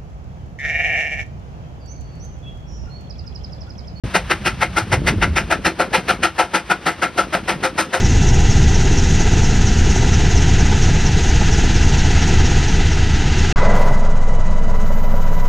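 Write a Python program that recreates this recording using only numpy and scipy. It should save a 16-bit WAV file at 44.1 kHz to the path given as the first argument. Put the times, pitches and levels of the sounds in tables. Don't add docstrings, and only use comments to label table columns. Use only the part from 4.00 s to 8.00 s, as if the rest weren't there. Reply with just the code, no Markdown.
import sys
import numpy as np
from scipy import signal
from scipy.fft import rfft, irfft
from scipy.io import wavfile

SR = 44100
rng = np.random.default_rng(int(sys.argv[2]) if len(sys.argv) > 2 else 0)


def unload_audio(sound):
    columns = np.transpose(np.atleast_2d(sound))
    steps = np.round(np.clip(columns, -1, 1) * 32767)
    wavfile.write(sys.argv[1], SR, steps.astype(np.int16))


N = 176400
HZ = np.fft.rfftfreq(N, 1 / SR)
TIME = np.arange(N) / SR

# t/s at full blast, level/dB, T60/s, body/dB, stack ring/dB, hiss/dB (levels relative)
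BEATS = [(0.159, -10, 0.081, 2.5, -4, 3), (0.315, -10, 0.076, -0.8, -2, -0.5),
         (0.469, -11, .11, 0.5, -2, 2.5), (0.626, -9.5, 0.091, 0, -4.5, -2.7),
         (0.781, -11.5, 0.11, -1.5, 1, 2.5), (0.9341, -8.5, 0.078, -.5, -4, -0.9),
         (1.083, -6.5, 0.088, -5, -7, -0.7), (1.233, -6.5, 0.085, -5, -5, -6.5),
         (1.3762, -8.5, 0.12, -2, -5, -1.5), (1.520, -11.5, .11, 2, 0, 0.5),
         (1.664, -9.5, 0.11, 0, -2.5, 1.3), (1.807, -15.5, 0.13, 6, 2, 2.7),
         (1.9488, -9.5, 0.14, .5, -4, 0.9), (2.098, -13, 0.13, 2, 1.5, 3),
         (2.244, -10.5, 0.11, -2, 0.5, 1.8), (2.3996, -11.5, 0.15, 1.3, 0.5, 0.7),
         (2.5547, -10.5, 0.12, 2.5, -1, 2.5), (2.715, -10.5, 0.074, 2.4, .7, 0),
         (2.8755, -11.5, 0.14, 4.5, -4.5, 0.5), (3.0355, -12, .11, 3, -2.5, -0.5),
         (3.191, -13.5, 0.14, 5.5, -2, 2.5), (3.345, -13, 0.13, 3.5, -2.5, 0),
         (3.4958, -12.5, 0.15, 3.5, -3.5, 1.6), (3.647, -15.5, 0.12, 2.5, 4.5, 5.5),
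         (3.794, -14.5, 0.15, 3, 0, 6.5), (3.9455, -13.5, 0.15, 2.5, -1.7, 2.5)]


def amp(db):
    return 10 ** (np.asarray(db) / 20)


def unit(x):
    return x / np.sqrt(np.mean(x ** 2) + 1e-20)


def read(points, hz):
    f, value = np.transpose(points)
    return np.interp(np.log(hz + 1), np.log(f + 1), value)


def noise(spectrum):
    return unit(irfft(rfft(rng.standard_normal(N)) * amp(read(spectrum, HZ)), N))


def wander(rate_hz):
    return unit(irfft(rfft(rng.standard_normal(N)) / (1 + (HZ / rate_hz) ** 4), N))


def rumble():
    spectrum = [(20, -47), (45, -8), (75, 10), (120, -4.5), (155, -1), (182, 1.5), (220, -21), (350, -6),
                (600, -53)]
    return noise(spectrum) * amp(-42.5 + 0.75 * wander(rate_hz=9.5))


def boiler_hiss():
    spectrum = [(100, -17), (330, 3.5), (1350, 2), (2800, -1), (4200, -7.5), (6000, -12), (9000, -16),
                (12000, -26.5), (16000, -54)]
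    envelope = [(0, -34.5), (2.6, -37), (4, -36)]  # t/s, level/dB
    flicker_db = wander(rate_hz=40)
    return noise(spectrum) * amp(np.interp(TIME, *np.transpose(envelope)) + flicker_db)


def lulls():
    depth_db, delay_s, width_s = -4.5, 0.084, 0.027
    dips = sum(np.exp(-((TIME - beat[0] - delay_s) / width_s) ** 2) for beat in BEATS)
    return amp(depth_db * dips)


def wind():
    gusts = [(0.04, -21.5, -25.5), (.11, -31.5, -58), (.52, -28, -45), (.88, -32, -46), (0.938, -22, -28.5),
             (1.25, -23, -27.5), (1.41, -27, -37.5), (1.68, -35.5, -28), (1.76, -39, -39.5),
             (1.85, -41, -33), (2.24, -36, -38), (2.35, -39.5, -54), (2.95, -46, -42.5),
             (3.55, -38.5, -32.5), (4, -51, -40)]
    buffet_spectrum = [(18, -38), (30, -28), (46, 4), (80, -1), (125, -5.5), (200, -5.5), (2000, -115)]  # f/Hz, relative spectral level/dB
    eddy_spectrum = [(40, -33), (120, -5), (200, -3), (350, -5.5), (600, -16.5), (5000, -114)]  # f/Hz, relative spectral level/dB
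    eddies_per_s, size_spread_db = 240, 4.5
    times, buffet_db, flutter_db = np.transpose(gusts)
    buffeting = noise(buffet_spectrum) * amp(np.interp(TIME, times, buffet_db))
    sizes = amp(size_spread_db * np.minimum(rng.exponential(1, N), 3))
    signs = rng.choice([-1, 1], N)
    eddies = sizes * signs * (rng.random(N) < eddies_per_s / SR)
    flutter = unit(irfft(rfft(eddies) * amp(read(eddy_spectrum, HZ)), N))
    flurries_db = 2.5 * wander(rate_hz=10)
    return buffeting + flutter * amp(np.interp(TIME, times, flutter_db) + flurries_db)


def wind_slaps():
    impacts = [(0.034, -20, 119), (0.817, -19, 105), (0.928, -12.5, 113), (0.978, -13.5, 130),
               (1.095, -21, 124), (1.136, -16, 313), (1.158, -15.5, 92), (1.277, -14, 76.5),
               (1.304, -17.5, 79.4), (1.665, -18, 172), (1.979, -20, 180), (3.429, -25, 202),
               (3.556, -21.5, 164)]
    cycles_to_peak = 0.97
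    out = np.zeros(N)
    for start, db, hz in impacts:
        cycles = np.maximum(TIME - start, 0) * hz
        age = cycles / cycles_to_peak
        out += amp(db) * age * np.exp(1 - age) * np.sin(2 * np.pi * cycles)
    return out


def field_scatter(x):
    decay_times = [(150, 0.22), (1500, 0.074), (12000, 0.067)]  # f/Hz, T60/s
    level_db, build_up_s = -18, 0.015
    hz, t, z = signal.stft(rng.standard_normal(SR // 2), SR, nperseg=256)
    decay = amp(-60 * t / read(decay_times, hz)[:, None])
    tail = signal.istft(z * decay, SR, nperseg=256)[1]
    tail *= np.minimum(np.arange(len(tail)) / SR / build_up_s, 1)
    return amp(level_db) * signal.fftconvolve(x, tail / np.linalg.norm(tail))[:N]


def add_echoes(x):
    reflections = [(0.0214, -18.5), (0.0406, -23.5)]
    return x + sum(amp(db) * np.interp(TIME - delay, TIME, x, left=0) for delay, db in reflections)


def shimmer(x):
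    depth_db, patch_hz, patch_s = 1.45, 87, 0.14
    hz, t, z = signal.stft(x, SR, nperseg=1024, noverlap=768)
    per_hz = np.fft.fftfreq(len(hz), hz[1])[:, None]
    per_s = np.fft.fftfreq(len(t), t[1])
    blur = np.exp(-2 * np.pi ** 2 * ((per_hz * patch_hz) ** 2 + (per_s * patch_s) ** 2))
    patches = unit(np.fft.ifft2(np.fft.fft2(rng.standard_normal(z.shape)) * blur).real)
    coloured = signal.istft(z * amp(depth_db * patches), SR, nperseg=1024, noverlap=768)[1][:N]
    return np.std(x) * unit(coloured)


def stack_response(hz, tuning, ring_db):
    modes = [(177.6, 23, 15), (329, 16.5, 12), (521, 21.5, 13), (717, 31, 6), (859.5, 35, 6.5),
             (2135, 40, 5.5), (2428, 72, 7)]
    ring_hz, ring_width_hz, base_lift_db = 1344, 87, 15
    response = 1 + (amp(base_lift_db + ring_db) - 1) / (1 + 2j * (hz - ring_hz * tuning) / ring_width_hz)
    for centre, width, db in modes:
        response *= 1 + (amp(db) - 1) / (1 + 2j * (hz - centre * tuning) / width)
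    return response


def blast_envelope(t, t60):
    rise_s, abruptness, hold_s = 0.015, 2.74, 0.0061
    opening = np.exp(-(np.maximum(-t, 0) / rise_s) ** abruptness)
    return opening * amp(-60 * np.maximum(t - hold_s, 0) / t60)


def exhaust():
    jet_spectrum = [(30, -58), (120, -21.5), (250, -14.5), (400, -3), (465, -11.5), (600, -3.5),
                    (950, -2.5), (1120, -9.5), (1550, -2.2), (2000, -0.36), (2250, -7), (2800, -5.5),
                    (3200, -11), (5200, -15.5), (6500, -18), (8500, -18), (11000, -27), (16000, -45)]
    body_hz, hiss_hz, trim_db = 1240, 2900, -2
    drift = 0.0084
    body_band = 1 / (1 + (HZ / body_hz) ** 6)
    hiss_band = 1 - 1 / (1 + (HZ / hiss_hz) ** 6)
    bark_band = 1 - body_band - hiss_band
    jet = rfft(noise(jet_spectrum))
    jet /= np.std(irfft(jet * stack_response(HZ, tuning=0.87, ring_db=0), N))
    turbulence = amp(1.32 * wander(rate_hz=230))
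    body, bark, hiss = [turbulence * irfft(jet * band, N) for band in (body_band, bark_band, hiss_band)]
    out, size = np.zeros(N), SR // 2
    for peak_s, db, t60, body_db, ring_db, hiss_db in BEATS:
        first = int((peak_s - 0.06) * SR)
        span = slice(first, first + size)
        t = TIME[span] - peak_s
        burst = amp(body_db) * body[span] * blast_envelope(t, 0.99 * t60)
        burst += (bark[span] + amp(hiss_db) * hiss[span]) * blast_envelope(t, t60)
        tuning = 1 + drift * rng.standard_normal()
        stack = stack_response(np.fft.rfftfreq(size, 1 / SR), tuning, ring_db)
        out[span] += amp(trim_db + db) * irfft(rfft(burst, size) * stack, size)[:len(t)]
    return out


def engine_and_wind(blast_db, ambient_db):
    blasts = add_echoes(shimmer(exhaust()))
    ambient = field_scatter(blasts) + lulls() * (boiler_hiss() + rumble()) + wind()
    return amp(blast_db) * blasts + amp(ambient_db) * ambient


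def scene():
    side_spectrum = [(20, -28), (200, -20), (3000, -18), (6000, -11), (7200, -32), (8800, -9), (10500, -18),
                     (12000, -10), (13300, -28), (15000, -9)]
    balance = [(20, 0), (400, 0), (870, 4.2), (1100, 1.6), (1400, 4.2), (1700, 1.5), (2600, 0)]  # f/Hz, left minus right level/dB
    phase_lead = [(20, 0), (5200, .15), (6000, 1.5), (6900, 3.1), (7500, 3.15), (9400, 5.3), (9750, 6.28),
                  (11600, 6.3), (12600, 9.4), (14400, 9.45), (15300, 12.4)]
    mid = rfft(engine_and_wind(blast_db=0, ambient_db=0) + wind_slaps())
    side = rfft(engine_and_wind(blast_db=-2, ambient_db=4.5)) * amp(read(side_spectrum, HZ))
    half_offset = amp(read(balance, HZ) / 2) * np.exp(0.5j * read(phase_lead, HZ))
    left = irfft((mid + side) * half_offset, N)
    right = irfft((mid - side) / half_offset, N)
    return np.array([left, right])


def record(dry):
    start_s, fade_s, cutoff_hz = 0.036, 0.002, 15850
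    opened = dry * np.clip((TIME - start_s) / fade_s, 0, 1)
    rounded = opened / (1 + opened ** 8) ** (1 / 8)
    low_pass = signal.firwin(511, cutoff_hz, window=("kaiser", 9), fs=SR)
    return signal.oaconvolve(rounded, low_pass[None], "same")


dry = scene()
out = record(dry)
unload_audio(out)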